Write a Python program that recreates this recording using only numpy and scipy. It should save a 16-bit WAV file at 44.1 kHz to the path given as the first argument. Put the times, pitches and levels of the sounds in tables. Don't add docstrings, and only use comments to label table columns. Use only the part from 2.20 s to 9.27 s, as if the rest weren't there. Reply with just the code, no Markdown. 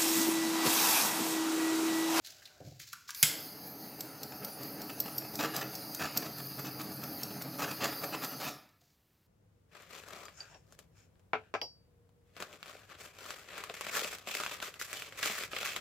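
import sys
import numpy as np
from scipy import signal
from scipy.fft import rfft, irfft, next_fast_len
from scipy.io import wavfile
from scipy.ndimage import map_coordinates

SR = 44100
rng = np.random.default_rng(int(sys.argv[2]) if len(sys.argv) > 2 else 0)


def master_out(mix):
    frames = np.transpose(np.atleast_2d(mix))
    ceiling = np.clip(frames, -1, 1)
    pcm = np.round(ceiling * 32767).astype(np.int16)
    wavfile.write(sys.argv[1], SR, pcm)


N = 311787

# t/s, deep roar/dB, upper roar/dB, hiss/dB, whistle/dB
FLAME_LEVELS = [(1.25, -53.5, -53.5, -52, -56.5), (1.84, -54, -53.5, -55, -62),
                (2.4, -51, -52, -52.5, -57.5), (3.12, -49, -52, -50, -58.5), (3.6, -50.5, -51, -51, -52.5),
                (4.37, -48.5, -55, -51, -54), (4.75, -47.5, -52, -51, -58.5), (5.33, -49, -54, -51.5, -68),
                (5.63, -50.5, -48.5, -49.5, -47.5), (5.8, -57, -50.5, -48, -51),
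                (5.95, -51.5, -52, -49, -55), (6.18, -52, -53.5, -50.5, -57)]
# t/s, length/s, level/dB
FLUTTERS = [(2.117, 0.0071, -46), (2.692, 0.0071, -39.5), (2.853, 0.0058, -43.5), (2.876, 0.0081, -44),
            (3.016, 0.0048, -47), (3.044, 0.0048, -46), (3.186, 0.027, -35.5), (3.216, 0.022, -38),
            (3.239, 0.018, -34.5), (3.27, 0.018, -58), (3.332, 0.061, -44), (3.408, 0.021, -40),
            (3.79, 0.02, -42), (3.809, 0.018, -36.5), (3.83, 0.034, -40), (3.938, 0.012, -49),
            (3.96, 0.0089, -38), (4.02, 0.0084, -40), (4.04, 0.032, -47), (4.191, 0.012, -47.5),
            (4.383, 0.013, -50), (4.44, 0.044, -49), (4.588, 0.024, -47.5), (4.829, 0.0099, -44),
            (5.103, 0.0096, -49), (5.209, 0.0076, -45), (5.384, 0.026, -38.5), (5.413, 0.034, -36.5),
            (5.472, 0.022, -44), (5.506, 0.011, -38.5), (5.6, 0.025, -40), (5.625, 0.035, -37.5),
            (5.667, 0.033, -48), (5.722, 0.0089, -41), (5.81, 0.017, -50), (5.832, 0.011, -38),
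            (5.922, 0.019, -40), (5.94, 0.012, -37), (6.012, 0.041, -43), (6.105, 0.039, -51),
            (6.198, 0.099, -43)]
# t/s, crack/dB, ping/dB, tube ring/dB
SPITS = [(1.8062, -31, -36, -38), (2.0316, -32.5, -45, -30), (2.2465, -34, -35, -37),
         (2.617, -38, -47, -32), (2.801, -30, -24.5, -24), (2.9805, -32, -29, -19), (3.154, -33, -47, -30),
         (3.3635, -27.5, -36, -31), (3.552, -38, -46, -26), (3.747, -30.5, -45, -42),
         (3.9726, -21.5, -25, -20), (4.393, -42, -48, -38), (4.836, -40, -42, -32), (5.032, -33, -42, -22),
         (5.22, -35, -40, -34), (5.6418, -28.5, -53, -36), (6.0457, -32, -48, -37)]
# t/s, f/Hz
WHISTLE_PITCH = [(3.5, 4770), (4.5, 4783), (5.4, 4850), (5.7, 4770), (6.0, 4840), (6.22, 4560),
                 (6.42, 4350)]
# t/s, tick/dB, knock/dB, knock f/Hz
CLICKS = [(0.047, -47, -41.5, 4200), (.062, -42.5, -55, 4000), (.07, -41.5, -44, 4000),
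          (0.122, -51.5, -51, 3500), (.183, -59, -60, 4000), (0.22, -61, -49, 1730),
          (0.254, -55, -42.5, 4100), (0.274, -55, -54, 2490), (.599, -42, -46, 2170),
          (0.73, -35, -35, 1340), (0.891, -46, -35, 1300), (0.905, -34, -46, 2600),
          (0.947, -34.5, -45, 2200), (6.49, -63, -71, 3520), (6.614, -64, -67, 4500)]
# t/s, length/s, level/dB
RUBS = [(.035, 0.086, -61), (.14, 0.1, -70), (.44, 0.044, -65), (.591, 0.041, -50.5), (.665, 0.022, -57),
        (.718, 0.009, -55), (.875, 0.024, -51.5), (6.6, 0.14, -78)]
# t/s, cloth boom/dB, frame knock/dB
BUMPS = [(0.402, -41, -42), (.445, -41.5, -61), (.472, -40, -50.5), (0.516, -46, -56.5), (6.614, -64, -68)]

# f/Hz, relative density/dB
ROAR_SPECTRUM = [(18, -68), (30, -35.5), (80, -16.5), (128, 4), (190, 0.5), (335, 1), (363, -11),
                 (409, -4.5), (596, -7.5), (771, -6), (1080, -17), (1310, -13), (1510, -17), (2030, -20.5),
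                 (2730, -25), (3400, -38), (4420, -57), (7480, -120)]
RASP_SPECTRUM = [(40, -44.5), (130, -0.5), (300, 3.5), (400, -6.5), (800, 1), (1000, -5), (1250, -0.5),
                 (1800, -4.5), (2700, -12), (4000, -7.5), (7400, -11.5), (8700, -23), (15000, -16)]
JET_SPECTRUM = [(500, -15.5), (2700, -7.5), (3300, -19), (3900, -7), (4400, 5), (4800, 4), (5200, 4.5),
                (5650, -7.5), (6450, 0), (7000, -19.5), (8600, -25), (9900, -4), (10800, -2.5),
                (12100, 2.5), (13000, -3), (13600, -3), (15400, 2), (16000, -10.5)]
SPIT_SPECTRUM = [(300, -11), (3200, -3.5), (4400, 9.5), (5500, 6.5), (6100, 6), (6700, 5), (7900, 5.5),
                 (8900, -3), (11000, 0), (11700, 0), (12600, 8.5), (15700, -3)]
SNAP_SPECTRUM = [(530, -45.5), (900, -19), (1150, -20), (1250, -11.5), (1570, -7.5), (1850, -15.5),
                 (2090, -1.5), (2270, -11), (2600, -9.5), (3300, -1.5), (3820, -9.5), (5160, -1.5),
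                 (6030, -9), (6640, -2.5), (7310, -3), (7960, -1), (9090, -17), (10600, -0.5), (12300, -8),
                 (14200, -2.5), (16000, -21)]
TICK_SPECTRUM = [(530, -38.5), (900, -23), (1360, -13), (1810, -2.5), (2040, -11), (3110, -7), (4460, -1),
                 (7230, -2), (8980, -12), (11800, -5), (16000, -13)]
RUB_SPECTRUM = [(700, -24), (1500, -11.5), (2300, -6), (3200, -7.5), (4600, -0.5), (7300, -4), (8800, -18),
                (12000, -11.5), (16000, -12.5)]
AIR_SPECTRUM = [(15, -22), (25, -3), (33, -8), (92, 4.5), (326, -9.5), (516, -13), (575, -14),
                (1400, -18.5), (3520, -21.5), (4140, -21), (9570, -27.5), (14800, -18), (16000, -28.5)]

# f/Hz, width/Hz, relative level/dB
FLUTTER_MODES = [(775, 62, -6), (1166, 60, 0), (1305, 70, -0.5), (1694, 63, -3), (2600, 400, -6.5)]
NOZZLE_MODES = [(6310, 240, -11.5), (9830, 190, -8), (12030, 200, 0.5), (13340, 180, -3)]
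VALVE_MODES = [(4100, 440, -2), (4780, 400, -0.5), (5880, 550, -0.5)]
CASE_MODES = [(1520, 170, -6), (2170, 300, 3), (2750, 350, 0), (3350, 160, 3), (3700, 380, 1),
              (5050, 290, 5.5), (6860, 460, 0.5), (7720, 300, 2.5), (10500, 730, -1.5), (12500, 300, 2.5),
              (14000, 600, -5.5)]
CANVAS_MODES = [(104.8, 25, 4.5), (142, 35, 4), (173, 25, -1.5), (320, 30, -5.5), (510, 70, -12),
                (684, 38, -4)]
FRAME_MODES = [(348, 78, -7.5), (603, 64, -1.5), (730, 81, -2.5), (1520, 210, -5)]

# f/Hz, relative level/dB
TUBE_PARTIALS = [(4760, -10), (5520, -4), (6500, -15), (7350, -17), (7920, -18), (11900, -5),
                 (13000, -11.5)]
# f/Hz, T60/s
ROOM_T60 = [(100, 0.59), (500, 0.5), (2000, 0.57), (6000, 0.41), (11000, 0.34), (16000, 0.3)]

TIME_S = np.arange(N) / SR
OPEN_S, SPARK_S, SHUT_S = 0.94, 1.0278, 6.285


def torch():
    lit = np.clip((TIME_S - SPARK_S) / 0.026, 0, 1)
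    return gas_flow() * (jet() + lit * flame())


def flame():
    deep_db, upper_db, _, _ = curves(FLAME_LEVELS)
    burn = noise(ROAR_SPECTRUM)
    upper = highpass(burn, 340)
    roar = amp(1.7 * wobble(28)) * (amp(deep_db + 0.5) * (burn - upper) + amp(upper_db + 4) * upper)
    surges = amp(-5) * strokes(FLUTTERS, rise_s=0.007, fall_s=0.029) * highpass(noise(ROAR_SPECTRUM), 330)
    flutters = strokes(FLUTTERS, rise_s=0.0098, fall_s=0.0046)
    calm = amp(deep_db - 14.5 + 4.6 * wobble(35))
    tearing = calm + np.hypot(flutters, amp(-64) * pushes())
    lumps = unit(amp(2.9 * wobble(300)))
    rasp = lumps * noise(RASP_SPECTRUM)
    hollow = bend(ringing(FLUTTER_MODES), 1 + 0.02 * wobble(12))
    return roar + surges + tearing * (rasp + amp(-4) * hollow)


def jet():
    _, _, hiss_db, _ = curves(FLAME_LEVELS)
    song = unit(sum(amp(db) * nozzle_mode(hz, width_hz) for hz, width_hz, db in NOZZLE_MODES))
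    return amp(hiss_db - 0.5 + 0.87 * wobble(13)) * (noise(JET_SPECTRUM) + amp(-0.7) * song)


def nozzle_mode(hz, width_hz):
    swell = amp(2.6 * wobble(12))
    mode = ringing([(hz, width_hz, 0)])
    drift = 1 + 0.008 * (wobble(4.3) + wobble(1.5))
    return unit(swell * bend(mode, drift))


def gas_flow(opening_s=0.07, gush_db=15, gush_s=0.1, shut_db_per_s=161.5):
    since_open_s = np.maximum(TIME_S - OPEN_S, 0)
    since_shut_s = np.maximum(TIME_S - SHUT_S, 0)
    level_db = gush_db * np.exp(-since_open_s / gush_s) - shut_db_per_s * since_shut_s
    return np.clip(since_open_s / opening_s, 0, 1) * amp(level_db) * (1 + amp(-10.5) * pushes())


def pushes(lead_s=0.026, length_s=0.016):
    return strokes([(s - lead_s, length_s, 0) for s, _, _ in spit_train()], rise_s=0.013, fall_s=0.047)


def spits(ring_t60_s=0.032, ping_hz=14020):
    train = spit_train()
    crack = blows([(s, db) for s, db, _ in train], attack_s=0.0016, t60_s=0.02)
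    ring = blows([(s, db) for s, _, _, db in SPITS], attack_s=0.0023, t60_s=ring_t60_s)
    ping = blows([(s, db) for s, _, db in train], attack_s=0.0015, t60_s=ring_t60_s)
    tube = sum(amp(db + 0.99 * wobble(5)) * tone(hz) for hz, db in TUBE_PARTIALS)
    return amp(5) * crack * noise(SPIT_SPECTRUM) + amp(-3) * ring * tube + amp(9) * ping * tone(ping_hz)


def spit_train(spacing_s=0.205):
    rows = [row[:3] for row in SPITS]
    for (start_s, *_), (end_s, *_) in zip(SPITS, SPITS[1:]):
        beats = max(round((end_s - start_s) / spacing_s), 1)
        rows += [(start_s + (end_s - start_s) * k / beats, -40.5, -47) for k in range(1, beats)]
    return rows


def whistle(width_hz=110):
    level_db = curves(FLAME_LEVELS)[-1]
    hz, = curves(WHISTLE_PITCH)
    note = unit(bend(ringing([(hz[0], width_hz, 0)]), hz / hz[0]))
    return amp(level_db - 1) * np.minimum(gas_flow(), 1) ** 2.2 * note


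def wheeze(start_s=6.21, length_s=0.092):
    hz, = curves(WHISTLE_PITCH)
    envelope = strokes([(start_s, length_s, -52.5)], rise_s=0.052, fall_s=0.045)
    return envelope * bend(ringing(VALVE_MODES), hz / hz[0])


def igniter(rebound_s=0.004):
    snap = blows([(SPARK_S, 3.5)], attack_s=0.0016, t60_s=0.0095) * noise(SNAP_SPECTRUM)
    case = blows([(SPARK_S + rebound_s, -14)], attack_s=0.00079, t60_s=0.036) * ringing(CASE_MODES)
    impulse = 1.0 * (np.arange(N) == round(SPARK_S * SR))
    pulse = filtered(impulse, lambda hz: amp(log_interp(SNAP_SPECTRUM, hz)))
    echo = amp(6) * walls(pulse / np.linalg.norm(pulse), gap_s=0.0038)
    return snap + case + echo


def ignition(thump_hz=144):
    catch_s = SPARK_S + 0.0033
    swing = -np.sin(2 * np.pi * thump_hz * (TIME_S - catch_s))
    thump = blows([(catch_s, -13)], attack_s=0.018, t60_s=0.045) * swing
    puff = blows([(catch_s, -35.5)], attack_s=0.0028, t60_s=0.035) * noise(ROAR_SPECTRUM)
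    return highpass(thump + puff, 60)


def handling(grip_s=0.015):
    ticks = blows([(s, db) for s, db, _, _ in CLICKS], attack_s=0.00046, t60_s=0.025)
    ticks *= noise(TICK_SPECTRUM)
    knocks = sum(blows([(s, db)], attack_s=0.0026, t60_s=0.034) * ringing([(hz, 0.21 * hz, 0)])
                 for s, _, db, hz in CLICKS)
    holding = (grip_s, SPARK_S - grip_s, -67.5)
    sliding = strokes(RUBS + [holding], rise_s=0.0096, fall_s=0.011)
    rub = sliding * amp(2.5 * wobble(200)) * noise(RUB_SPECTRUM)
    return highpass(ticks + amp(3.5) * knocks + rub, 1000, order=6)


def canvas():
    dragging = strokes([(0.0066, 0.396, -68)], rise_s=0.059, fall_s=0.046)
    drag = dragging * amp(1.2 * wobble(61.7)) * ringing(FRAME_MODES)
    body = ringing(CANVAS_MODES)
    wood = highpass(body, 240)
    boom = blows([(s, db) for s, db, _ in BUMPS], attack_s=0.005, t60_s=0.1) * unit(body - wood)
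    knock = blows([(s, db) for s, _, db in BUMPS], attack_s=0.0036, t60_s=0.1) * unit(wood)
    return drag + filtered(boom + knock, lambda hz: hz ** 4 / (hz ** 4 + 75 ** 4) / (1 + (hz / 950) ** 6))


def near_reflections(x, depth_db, patch_hz, patch_s):
    hz, t, bins = signal.stft(x, SR, nperseg=512)
    grid = np.meshgrid(hz / patch_hz, t / patch_s, indexing="ij")
    patches = map_coordinates(rng.standard_normal((120, 120)), grid, mode="mirror")
    treble = (hz / (hz + 1800))[:, None]
    gain = amp(depth_db * treble * np.tanh(patches))
    gain /= np.sqrt(np.mean(gain ** 2, axis=1, keepdims=True))
    return signal.istft(bins * gain, SR, nperseg=512)[1][:N]


def room(x, wet_db):
    return x + amp(wet_db) * walls(x, gap_s=0.0045)


def walls(x, gap_s):
    hz, t, bins = signal.stft(rng.standard_normal(SR // 2), SR, nperseg=256)
    decay = np.exp(-np.log(1000) * t / log_interp(ROOM_T60, hz)[:, None])
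    tail = signal.istft(bins * decay, SR, nperseg=256)[1]
    tail = np.pad(tail / np.linalg.norm(tail), (int(gap_s * SR), 0))
    return signal.fftconvolve(x, tail)[:N]


def blows(rows, attack_s, t60_s):
    envelope, t = np.zeros(N + SR), np.arange(SR // 2) / SR
    shape = np.exp(-np.log(1000) * t / t60_s) * (1 - np.exp(-t / attack_s))
    for s, db in rows:
        envelope[round(s * SR):][:len(t)] += amp(db) * shape
    return envelope[:N]


def strokes(rows, rise_s, fall_s):
    return sum(amp(db) * np.clip((TIME_S - s) / rise_s, 0, 1)
               * np.exp(-np.maximum(TIME_S - s - length_s, 0) / fall_s) for s, length_s, db in rows)


def noise(spectrum):
    return unit(filtered(rng.standard_normal(N), lambda hz: amp(log_interp(spectrum, hz))))


def ringing(modes):
    def response(hz):
        return sum((-1) ** k * amp(db) * 1j * hz * width_hz / (mode_hz ** 2 - hz ** 2 + 1j * hz * width_hz)
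                   for k, (mode_hz, width_hz, db) in enumerate(modes))
    return unit(filtered(rng.standard_normal(N), response))


def tone(hz, waver_hz=85):
    return np.sin(2 * np.pi * np.cumsum(hz + waver_hz * wobble(350)) / SR)


def wobble(rate_hz):
    knots = rng.standard_normal(int(N * rate_hz / SR) + 4)
    return map_coordinates(knots, [TIME_S * rate_hz])


def bend(x, speed):
    return map_coordinates(x, [np.cumsum(speed)], order=5, mode="mirror")


def highpass(x, edge_hz, order=4):
    return filtered(x, lambda hz: hz ** order / (hz ** order + edge_hz ** order))


def filtered(x, response):
    size = next_fast_len(N + SR // 2)
    return irfft(rfft(x, size) * response(np.fft.rfftfreq(size, 1 / SR)), size)[..., :N]


def curves(rows):
    times_s, *columns = np.transpose(rows)
    return [np.interp(TIME_S, times_s, column) for column in columns]


def log_interp(points, hz):
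    knots_hz, values = np.transpose(points)
    return np.interp(np.log(hz + 1), np.log(knots_hz + 1), values)


def unit(x):
    return x / np.sqrt(np.mean(x ** 2) + 1e-20)


def amp(db):
    return 10 ** (np.asarray(db) / 20)


def scene():
    burner = room(torch() + wheeze(), wet_db=-8)
    burner = near_reflections(burner, depth_db=6.2, patch_hz=200, patch_s=0.065)
    nozzle = room(spits() + whistle(), wet_db=-11)
    lighting = igniter() + room(ignition(), wet_db=-11)
    contacts = room(handling() + canvas(), wet_db=-6.5)
    mono = burner + nozzle + lighting + contacts + amp(-72) * noise(AIR_SPECTRUM)
    return np.array([mono, mono])


def record(dry):
    rounded = dry / (1 + np.abs(dry / 0.68) ** 4) ** (1 / 4)
    return filtered(rounded, lambda hz: hz ** 2 / (hz ** 2 + 24 ** 2) / (1 + (hz / 16050) ** 160))


dry = scene()
out = record(dry)
master_out(out)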